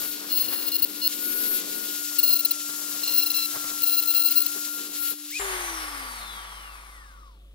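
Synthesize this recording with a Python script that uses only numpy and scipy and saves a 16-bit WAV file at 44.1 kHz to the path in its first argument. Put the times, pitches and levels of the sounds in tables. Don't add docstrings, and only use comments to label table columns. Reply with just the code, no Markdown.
import sys
import numpy as np
from scipy import signal
from scipy.fft import rfft, irfft, next_fast_len
from scipy.io import wavfile
from scipy.ndimage import uniform_filter1d

SR = 44100
rng = np.random.default_rng(int(sys.argv[2]) if len(sys.argv) > 2 else 0)


def put_to_file(sound):
    columns = np.atleast_2d(sound).T
    safe = np.clip(columns, -1, 1)
    whole_steps = np.round(safe * 32767)
    wavfile.write(sys.argv[1], SR, whole_steps.astype(np.int16))


def volts(x):
    e = np.asarray(x, float) / 20
    return 10 ** e


N = 332514

PACE, PACE_DROPS_S = 6, 5.392
ASIDE_S, ASIDE_FADE_S = 5.11, 0.04
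BARS, BLADES, SLOTS = 8, 18, 16
NEAR_LAG, TOOL_LAG, DESK_LAG = 2, 8, 11
PULL_HZ = np.full(N, 2 * PACE * 50.05)
COAST_FROM = 404.4
TOP_HZ = 15740


def in_time(rows):
    s, *columns = np.transpose(rows)
    return [np.interp(seconds(), s, column) for column in columns]


def at_hz(points, hz):
    points = np.array(points)
    return np.interp(np.log(np.maximum(hz, 1)), np.log(points[:, 0]), points[:, 1])


def seconds():
    return np.arange(N) / SR


def ramp(start, length):
    return np.clip((seconds() - start) / length, 0, 1)


def drift(rate):
    r = np.exp(-40 * np.pi * rate / SR)
    slow = signal.lfilter([1], [1, -2 * r, r * r], rng.standard_normal(N // 20 + 3002))[3000:]
    return np.interp(np.arange(N) / 20, np.arange(len(slow)), slow / slow.std())


def ports(left, right, pan_db, lag):
    late = np.interp(np.arange(N) - np.round(lag), np.arange(N), right)
    return np.array([left * volts(pan_db / 2), late * volts(-pan_db / 2)])


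def noise(spectrum, alike, pan_db, lag):
    size = next_fast_len(N)
    shape = volts(at_hz(spectrum, np.fft.rfftfreq(size, 1 / SR)))
    shared, own = irfft(shape * rfft(rng.standard_normal((2, size))), size)[:, :N]
    right = alike * shared + np.sqrt(1 - alike ** 2) * own
    return ports(shared, right, pan_db, lag) / shared.std()


def tone(hz, db):
    return np.sqrt(2) * volts(db) * np.sin(2 * np.pi * (np.cumsum(hz) / SR + rng.random()))


def shaft():
    # time in seconds, speed in turns per second.
    spin = [(0.0, 1436), (0.25, 1434.5), (0.45, 1415.5), (0.6, 1407.5), (0.9, 1415.5), (1.35, 1451),
            (1.5, 1450.5), (2.1, 1421), (2.4, 1379.5), (2.55, 1374), (2.7, 1392), (3.0, 1400), (3.45, 1357),
            (3.6, 1374), (4.2, 1373.5), (4.6, 1399), (5.1, 1391), (5.295, 1398)]
    dial_s, climb_s, top_spin = 5.302, .031, 2670
    cut_s, cut_loss_per_s2 = 5.372, 8500
    held, = in_time(spin)
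    climb = 1 - np.exp(-np.clip(seconds() - dial_s, 0, cut_s - dial_s) / climb_s)
    return held + (top_spin - held) * climb - cut_loss_per_s2 * np.clip(seconds() - cut_s, 0, .1)


def shaft_coasting():
    friction, crawl = 150.84, 20
    drag_spin = 527.8
    angle = np.arctan(COAST_FROM / drag_spin) - friction / drag_spin * np.maximum(seconds() - PACE_DROPS_S, 0)
    return np.maximum(drag_spin * np.tan(angle), crawl)


def held_levels(turns):
    # time in seconds, vents towards the ports as brush hiss in dB,
    # looseness of the grip as shaft wobble in dB.
    hold = [(0.0, -42, -50), (0.145, -45, -57), (0.17, -51, -60), (0.52, -43, -60), (0.85, -50.5, -62),
            (1.0, -48.5, -58), (1.19, -45, -57), (1.23, -41, -48), (1.57, -39, -48.5), (1.64, -50, -60),
            (1.72, -44, -51), (2.54, -47, -52), (3.2, -44.5, -53), (3.65, -45, -49), (4.52, -44, -49.5),
            (4.8, -46, -48.5), (4.91, -50.5, -61.5), (5.03, -40, -46)]
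    vents_db, grip_db = in_time(hold)
    aside = ramp(ASIDE_S, ASIDE_FADE_S)
    air_db = -46 + 0.3 * (vents_db - vents_db.mean()) - 8 * aside
    air_db = air_db + 1.77 * 20 * np.log10(turns / turns[0])
    return air_db, vents_db - 14.5 * aside, grip_db - 23.5 * aside


def fan_air(air_db):
    # frequency in Hz, density in dB per Hz.
    air_colour = [(940, -31), (1600, -11.5), (2580, -3), (2700, 1), (2980, -1.5), (4080, 3), (6250, 1.5),
                  (7120, 4.5), (8640, -0.5), (11000, -1), (14300, -8.5), (22000, -120)]
    return volts(air_db + 10.0 + 1.9 * drift(19.3)) * noise(air_colour, alike=0.63, pan_db=3.0, lag=NEAR_LAG)


def brush_hiss(hiss_db):
    # frequency in Hz, density in dB per Hz.
    hiss_colour = [(5300, -56), (9000, -19.5), (10500, -9), (12400, -8.5), (14500, -11), (16000, -10)]
    throb = 1 + 0.45 * tone(PULL_HZ, -1)
    return volts(hiss_db + 9.0 + drift(12)) * throb * noise(hiss_colour, alike=0.34, pan_db=10.0, lag=NEAR_LAG)


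def commutator_comb(turns, hiss_db):
    lines_db = [-5, 1, -2, 1, -2, 1, -2, -8]
    aside = ramp(ASIDE_S, ASIDE_FADE_S)
    comb = np.zeros(N)
    for k, line_db in enumerate(lines_db):
        db = 2 + hiss_db + line_db + 1.5 * drift(5)
        db = db + 0.2 * min(k, 4) * (hiss_db + 41)
        if k < 3:
            db = db + 6 * aside
        comb += tone(BARS * turns + (k - 1) * PULL_HZ, db)
    return comb


def shaft_wobble(turns, wobble_db, hiss_db):
    first = tone(turns, wobble_db + 3.0 + 0.98 * drift(26))
    return first + tone(3 * turns, hiss_db - 11.0 + 1.5 * np.tanh(drift(5.1)))


def rev_up(turns):
    # time in seconds, shaft wobble in dB, commutator whine in dB.
    rev = [
        (5.295, -70, -70),
        (5.304, -60, -42),
        (5.322, -49, -33),
        (5.335, -41, -60),
        (5.37, -30, -80),
        (5.392, -45, -80),
    ]
    wobble_db, whine_db = in_time(rev)
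    whine_hz = np.minimum(BARS * turns, SR / 2.5) + 300 * drift(400)
    return tone(turns, wobble_db) + tone(whine_hz, whine_db)


def field_buzz():
    return ramp(2.1, 0.059) * (1 - ramp(2.58, 0.035)) * tone(PULL_HZ, -59 - 3)


def running(turns):
    air_db, hiss_db, wobble_db = held_levels(turns)
    steady = turns < 1500
    lines = steady * commutator_comb(turns, hiss_db) + field_buzz() + rev_up(turns)
    wobble = steady * shaft_wobble(turns, wobble_db, hiss_db)
    sound = fan_air(air_db) + brush_hiss(hiss_db)
    return sound + ports(lines, lines, 8, NEAR_LAG) + ports(wobble, wobble, 12.1, TOOL_LAG)


def pressure(size):
    x = np.linspace(0, 1, size)
    edges = np.minimum(1, np.minimum(x, 1 - x) * size / (0.0012 * SR))
    return edges * np.abs(np.sin(np.pi * x)) ** 0.4


def bites():
    # start in
    # seconds, length in seconds, ring in dB, thud in dB.
    touches = [
        (.298, .022, -46, -32),
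        (.366, .023, -25, -31),
        (.404, .022, -26, -30),
        (.742, .008, -27, -28),
        (.84, .01, -23, -27),
        (2.185, .013, -20, -23),
        (2.229, .02, -22, -23),
        (3.176, .02, -22, -28),
        (3.362, .02, -28, -28),
        (4.366, .026, -21, -26),
               (0.3163, 0.0299, -27.9, -29.0), (0.3452, 0.0494, -30.0, -31.0), (0.3921, 0.0394, -29.4, -30.2),
            (0.431, 0.0349, -36.4, -32.7), (0.4809, 0.0109, -34.2, -29.1), (0.4724, 0.0499, -39.4, -37.5),
            (0.5238, 0.0269, -31.3, -34.3), (0.5547, 0.0195, -36.1, -33.0), (0.5742, 0.0125, -38.3, -34.2),
            (0.5857, 0.008, -37.5, -32.3), (0.5922, 0.0145, -38.2, -34.0), (0.6056, 0.013, -36.4, -39.8),
            (0.6171, 0.0279, -37.3, -39.1), (0.6425, 0.0355, -42.2, -38.4), (0.6615, 0.0309, -30.4, -36.1),
            (0.6724, 0.0215, -30.4, -30.4),
               (0.7169, 0.009, -34.0, -26.9), (0.7178, 0.028, -39.4, -26.6),
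                (0.7388, 0.0325, -30.5, -27.1), (0.7523, 0.0075, -27.0, -29.3),
                (0.7623, 0.007, -23.3, -28.9), (0.7822, 0.0055, -36.3, -35.3), (0.7862, 0.02, -32.8, -35.8),
                (0.8201, 0.017, -21.9, -27.9), (0.8356, 0.014, -27.3, -26.3),
                (1.0142, 0.0339, -39.5, -25.6), (1.0366, 0.043, -31.4, -23.4),
                (1.0581, 0.0075, -27.5, -24.5), (1.0706, 0.009, -23.9, -24.1),
               (2.1845, 0.0205, -23.2, -24.8), (2.215, 0.0045, -42.9, -38.0),
                  (2.2279, 0.0299, -24.6, -26.1), (2.2574, 0.022, -27.7, -28.0),
                  (2.2753, 0.011, -24.4, -23.7), (2.2828, 0.018, -23.2, -26.1),
                  (2.2983, 0.0155, -22.9, -27.2), (2.3057, 0.022, -31.3, -24.0),
                  (2.3247, 0.0215, -20.4, -24.5), (2.3507, 0.0264, -25.8, -27.5),
                  (2.3891, 0.014, -27.3, -27.4), (2.4025, 0.0105, -27.2, -30.4),
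                  (2.4474, 0.0155, -21.6, -23.0), (2.5078, 0.014, -23.8, -25.0),
               (3.0321, 0.013, -31.6, -25.2), (3.0441, 0.012, -36.3, -30.3), (3.0615, 0.007, -47.4, -33.8),
              (3.0725, 0.0165, -33.1, -24.0), (3.0895, 0.0115, -33.8, -24.1), (3.0995, 0.017, -34.5, -32.3),
              (3.1139, 0.061, -32.0, -30.3), (3.1374, 0.0189, -25.1, -31.3), (3.1553, 0.0135, -24.9, -32.2),
              (3.1678, 0.0414, -24.6, -25.9), (3.2087, 0.0095, -35.0, -29.1),
              (3.2167, 0.0215, -34.1, -24.9), (3.2277, 0.017, -26.5, -32.2), (3.2586, 0.0185, -29.6, -25.4),
              (3.2666, 0.018, -29.5, -34.5), (3.3, 0.012, -30.0, -23.7), (3.3115, 0.01, -29.2, -31.0),
              (3.3404, 0.0109, -31.2, -26.5), (3.3474, 0.017, -31.8, -28.9), (3.3639, 0.0095, -32.0, -29.3),
              (3.3458, 0.0749, -34.5, -27.4), (3.4192, 0.017, -35.3, -26.5), (3.4352, 0.006, -34.9, -27.2),
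              (3.4407, 0.0115, -34.9, -28.4), (3.4502, 0.0135, -32.4, -29.6),
               (3.8183, 0.007, -28.3, -32.8), (3.8298, 0.019, -22.6, -27.0),
                    (3.8502, 0.0105, -32.3, -38.7), (3.8602, 0.0349, -26.1, -29.7),
                    (3.8932, 0.0095, -26.4, -27.3), (3.9036, 0.0095, -29.8, -32.1),
                    (3.9106, 0.0534, -27.2, -29.5), (3.9655, 0.0424, -24.9, -26.6),
                    (4.0219, 0.0105, -29.7, -32.3), (4.0318, 0.01, -30.0, -35.5),
                    (4.0558, 0.0095, -29.3, -34.4), (4.0707, 0.0409, -25.4, -30.0),
                    (4.0987, 0.0215, -23.4, -27.3), (4.1221, 0.008, -29.1, -35.2),
                    (4.1356, 0.01, -30.8, -39.5), (4.1461, 0.0125, -23.3, -27.2),
                    (4.1475, 0.0429, -23.4, -27.1), (4.189, 0.0274, -25.3, -30.0),
                    (4.2164, 0.014, -26.2, -27.6), (4.2334, 0.009, -26.7, -32.0),
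                    (4.2419, 0.0409, -23.6, -26.9), (4.2788, 0.015, -31.8, -26.4),
                    (4.3062, 0.023, -24.5, -29.5), (4.3541, 0.0434, -22.9, -27.4),
                    (4.4015, 0.0095, -23.4, -29.3), (4.415, 0.013, -24.7, -30.3),
                    (4.4319, 0.0065, -34.7, -34.3), (4.4614, 0.009, -23.2, -28.7)]
    ring, thud = np.zeros(N), np.zeros(N)
    for s, length, ring_db, thud_db in np.array(touches):
        start, size = int(s * SR), int(length * SR)
        bump = pressure(size)
        span = slice(start, start + size)
        ring[span] = np.maximum(ring[span], volts(ring_db) * bump)
        thud[span] = np.maximum(thud[span], volts(thud_db) * bump)
    return ring, thud


def sway_db(order):
    depth_db = {11: 0, 3: 1}.get(order, 2)
    return depth_db * np.tanh(drift(60))


def burr(turns):
    # multiple of the shaft, level in dB.
    thudding = [(2, -10), (3, 0), (3.5, -17), (4, -17), (5, -21)]
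    # multiple of the shaft, level in dB.
    ringing = [(7, -21), (7.5, -23), (8, -16), (10, -18), (10.5, -20), (11, 0)]
    # start in seconds, extra dB on the 4th order, on the orders between, on the 2nd.
    passes = [
        (0.0, -1, 4, 0),
        (2.0, -3, -2, -2),
        (2.8, 8, 0, 1),
        (3.6, -1, -3, 0),
    ]
    # frequency in Hz, gain in dB.
    casting = [(9000, 0), (13750, 0), (14250, 4), (14900, 0), (16000, 0)]
    # frequency in Hz, density in dB per Hz.
    grit_colour = [(1500, -16), (2500, -71), (4200, 9.5), (6500, 0), (9000, 10), (11000, 11.5),
                   (13500, -17), (15200, 26.5), (16500, 2)]
    ring, thud = bites()
    shake_db = .7 * np.tanh(drift(90))
    uneven = turns + 1.5 * drift(80)
    starts, *by_pass = np.transpose(passes)
    now = np.searchsorted(starts, seconds(), "right") - 1
    fourth_db, between_db, second_db = np.array(by_pass)[:, now]
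    extra_db = dict.fromkeys((3.5, 5, 7, 7.5, 10.5), between_db)
    extra_db.update({2: second_db, 4: fourth_db})
    low, high = np.zeros(N), np.zeros(N)
    for k, db in thudding:
        low += tone(k * uneven, db - 3.5 + extra_db.get(k, 0) + sway_db(k))
    for k, db in ringing:
        high += tone(k * uneven, db + at_hz(casting, k * turns) + shake_db + extra_db.get(k, 0) + sway_db(k))
    grit = volts(1.5 + shake_db) * np.sqrt(ring * thud) * noise(grit_colour, alike=0.58, pan_db=1.5, lag=NEAR_LAG)
    return ports(ring * high, ring * high, 16.2, NEAR_LAG) + ports(thud * low, thud * low, 4.4, NEAR_LAG) + grit


def outlet():
    # frequency in Hz, density in dB per Hz.
    jet_colour = [(3000, -24), (5200, -3), (7100, 0), (8800, -4), (11000, -30)]
    facing = ramp(1.8, .3) * (1 - ramp(4.6, .3))
    return facing * volts(-40 + 0.62 * drift(15.0)) * noise(jet_colour, alike=0.48, pan_db=7.0, lag=NEAR_LAG)


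def slower_db(turns):
    return 20 * np.log10(turns / COAST_FROM)


def rolling_db(turns):
    stops = 37.5
    return 20 * np.log10(np.maximum(turns - stops, 5) / (COAST_FROM - stops))


def housing_roar(turns):
    # frequency in Hz, density in dB per Hz.
    roar_colour = [(120, -50), (300, -13), (600, -9), (800, -2), (1040, -3), (1150, -4), (1280, -2),
                   (2150, -0.5), (2500, -7), (3600, -8), (5800, -13.5), (7000, -60), (9000, -43)]
    db = -35 + 1.525 * rolling_db(turns) + 2.5 + drift(23.0)
    return volts(db) * noise(roar_colour, alike=0.49, pan_db=1.5, lag=DESK_LAG)


def coasting_air(turns):
    # frequency in Hz, density in dB per Hz.
    coast_colour = [(3820, -16.5), (6500, 4.5), (7060, -2), (7880, -0.5), (8560, 8), (11000, 8),
                    (13100, -2), (15100, 1.5), (16000, -28)]
    db = -40 + 2.38 * slower_db(turns) + 5.5 + drift(5.7)
    return volts(db) * noise(coast_colour, alike=0.054, pan_db=3.5, lag=DESK_LAG)


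def gliding_tones(turns):
    # frequency in Hz, level in dB.
    fan_path = [(800, -82), (1150, -59), (1450, -63), (1950, -59), (2450, -65), (2800, -56), (3500, -61),
                (3900, -53), (4500, -56), (5500, -52), (6150, -46), (6500, -55), (6800, -50), (7300, -38)]
    # frequency in Hz, level in dB.
    slot_path = [(700, -90), (1700, -79), (2800, -66), (3100, -58), (3300, -52), (3550, -49), (3900, -57),
                 (4500, -65), (5000, -53), (5500, -62), (6050, -57), (6500, -65)]
    # frequency in Hz, level in dB.
    fan_second = [(6000, -86), (8500, -72), (9500, -66), (11500, -61), (14500, -68)]
    fan_hz, slot_hz = BLADES * turns, SLOTS * turns
    lines = tone(fan_hz, at_hz(fan_path, fan_hz) + 3.5 + 1.5 * np.tanh(drift(40)))
    lines += tone(slot_hz, at_hz(slot_path, slot_hz) + 2.5 + 2 * np.tanh(drift(30)))
    lines += tone(turns, -38.5 + 4.64 * slower_db(turns) - 1.0 + 2.5 * np.tanh(drift(14)))
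    lines += tone(2 * fan_hz, at_hz(fan_second, 2 * fan_hz) + 3 * np.tanh(drift(20)))
    return lines


def bar_ticks(turns):
    # frequency in Hz, level in dB.
    tick_path = [(1200, -20), (2600, -13), (3600, -3), (4600, -6), (5600, -4), (7000, -11), (9000, -7),
                 (10600, -1), (12000, -9), (16000, -18)]
    odd_bars = {24: -8, 25: -5, 27: 5, 28: 5, 32: -3, 36: -3, 40: -6, 47: 2, 57: 3, 62: 4, 64: -6, 66: 5,
                70: 5, 71: -4, 74: 8, 78: 8, 87: 3}
    after = slice(int(PACE_DROPS_S * SR), N)
    spin_down = turns[after]
    angle = 2 * np.pi * np.cumsum(spin_down) / SR
    tick_db = -48.5 + 1.6 * slower_db(spin_down) + 6.5
    flutter_db = [3.5 * drift(14)[after] for _ in range(5)]
    ticks = np.zeros(N)
    for k in range(19, 121):
        weaker_db = 7 * min(k % BARS, -k % BARS, 2)
        tilt_db = k / 20 + max(k - 88, 0) / 5
        db = at_hz(tick_path, k * spin_down) + tick_db + flutter_db[k % 5] + rng.normal(0, 1)
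        db = db - weaker_db - tilt_db + odd_bars.get(k, 0)
        ticks[after] += (k * spin_down < TOP_HZ) * volts(db) * np.sin(k * angle + 7 * rng.random())
    return ticks


def shell(turns):
    # frequency in Hz, density in dB per Hz.
    shell_colour = [(700, -71), (950, -16), (1080, -10.5), (1150, -1), (1230, -12), (1400, -9.5),
                    (2000, -38)]
    knock = 1 + .7 * np.cos(2 * np.pi * np.cumsum(turns) / SR)
    db = -39.5 + 0.95 * rolling_db(turns)
    return knock * volts(db) * noise(shell_colour, alike=0.86, pan_db=4.5, lag=DESK_LAG)


def coasting(turns):
    lines = gliding_tones(turns) + bar_ticks(turns)
    return housing_roar(turns) + coasting_air(turns) + shell(turns) + ports(lines, lines, 8, DESK_LAG - 1)


def hands():
    # middle in seconds, length in seconds, rumble in dB, rustle in dB.
    shifts = [(0.0, 0.24, -52, -49), (0.244, 0.22, -93, -52), (0.55, 0.42, -55.5, -49.5),
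              (1.41, 0.054, -56, -60), (1.506, 1, -48.5, -68), (2.01, 0.069, -54, -60),
              (2.965, 0.87, -60.5, -53.5), (3.263, 0.7, -90, -54.5), (3.558, 0.034, -88, -43),
              (3.628, 0.42, -75, -51), (4.565, 0.066, -53.5, -52), (4.83, 0.22, -51.5, -81),
              (4.925, 0.13, -55, -79), (5.128, 0.039, -46, -73)]
    bed_db = -8.5 * ramp(ASIDE_S, ASIDE_FADE_S)
    rumble_db = -51.5 - 10.5 * ramp(1.93, 0.009) + 2 * bed_db
    power = volts([2 * rumble_db, 2 * (-59 + bed_db)])
    for s, length, *db in shifts:
        swell = np.cos(np.pi * np.clip((seconds() - s) / length, -.5, .5)) ** 2
        power = power + volts(2 * np.array(db))[:, None] * swell
    return 10 * np.log10(power)


def surroundings():
    # frequency in Hz, density in dB per Hz.
    rumble_colour = [(30, -38), (80, -53), (160, -15), (250, -5), (370, -4), (480, -8.5), (700, -20)]
    # frequency in Hz, density in dB per Hz.
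    rustle_colour = [(450, -3.5), (600, 1.5), (900, -1.5), (1300, 4), (2000, 0.5), (2600, -8.5)]
    rumble_db, rustle_db = hands()
    rumble = volts(rumble_db + 3.0 + drift(8)) * noise(rumble_colour, alike=0.33, pan_db=18.0, lag=TOOL_LAG)
    rustle = volts(rustle_db + 6.5 + 3.2 * drift(31)) * noise(rustle_colour, alike=0.77, pan_db=1.0, lag=TOOL_LAG)
    return rumble + rustle


def workshop():
    # frequency in Hz, density in dB per Hz.
    shop_colour = [(30, 6.5), (70, 5), (130, -8.5), (205, -7.5), (330, -4), (545, -10.5), (800, -26),
                   (3500, -11.5), (8000, -57), (16000, -30)]
    return volts(-61) * noise(shop_colour, alike=0.83, pan_db=3.3, lag=TOOL_LAG)


def mains_hum(fast):
    # multiple of the mains, level in dB.
    hum_lines = [(1, -48.5), (4, -73.5), (11, -74.5), (14, -81)]
    hum_hz = 49.5 * np.where(fast > .5, PACE, 1)
    return sum(tone(k * hum_hz, db + 0.4 * drift(8)) for k, db in hum_lines)


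def self_noise():
    # frequency in Hz, density in dB per Hz.
    mic_colour = [(1500, -20), (3500, 0), (7000, -3), (10000, 0), (13500, -2), (16000, -10)]
    return volts(-70.5) * noise(mic_colour, alike=0, pan_db=0, lag=0)


def scene():
    fast = 1 - ramp(PACE_DROPS_S + .002, .003)
    turns = shaft()
    working = running(turns) + burr(turns) + outlet() + surroundings()
    bass_cut = signal.butter(2, 110, "high", fs=SR, output="sos")
    working = signal.sosfilt(bass_cut, working)
    resting = coasting(shaft_coasting()) + workshop()
    return fast * working + (1 - fast) * resting + mains_hum(fast) + self_noise()


def thinned(x):
    ring = signal.sosfilt(signal.butter(4, 14500, "high", fs=SR, output="sos"), x[0])
    ring_db = 10 * np.log10(np.abs(uniform_filter1d(ring ** 2, int(.023 * SR))) + 1e-12)
    early_db = -3 * ramp(.08, .06) * (1 - ramp(1.04, .06))
    loss_db = early_db - .25 * np.maximum(ring_db + 34, 0)
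    band = signal.sosfiltfilt(signal.butter(3, (5800, 9600), "band", fs=SR, output="sos"), x)
    return x + (volts(loss_db) - 1) * band


def band_limit(x):
    return signal.sosfilt(signal.butter(12, 17140, fs=SR, output="sos"), x)


def record(dry):
    size = next_fast_len(N)
    over = np.clip((np.fft.rfftfreq(size, 1 / SR) - TOP_HZ) / 150, 0, 2)
    mix = irfft(rfft(thinned(dry), size) * volts(-30 * over ** 2), size)[:, :N]
    return band_limit(mix)


dry = scene()
out = record(dry)
put_to_file(out)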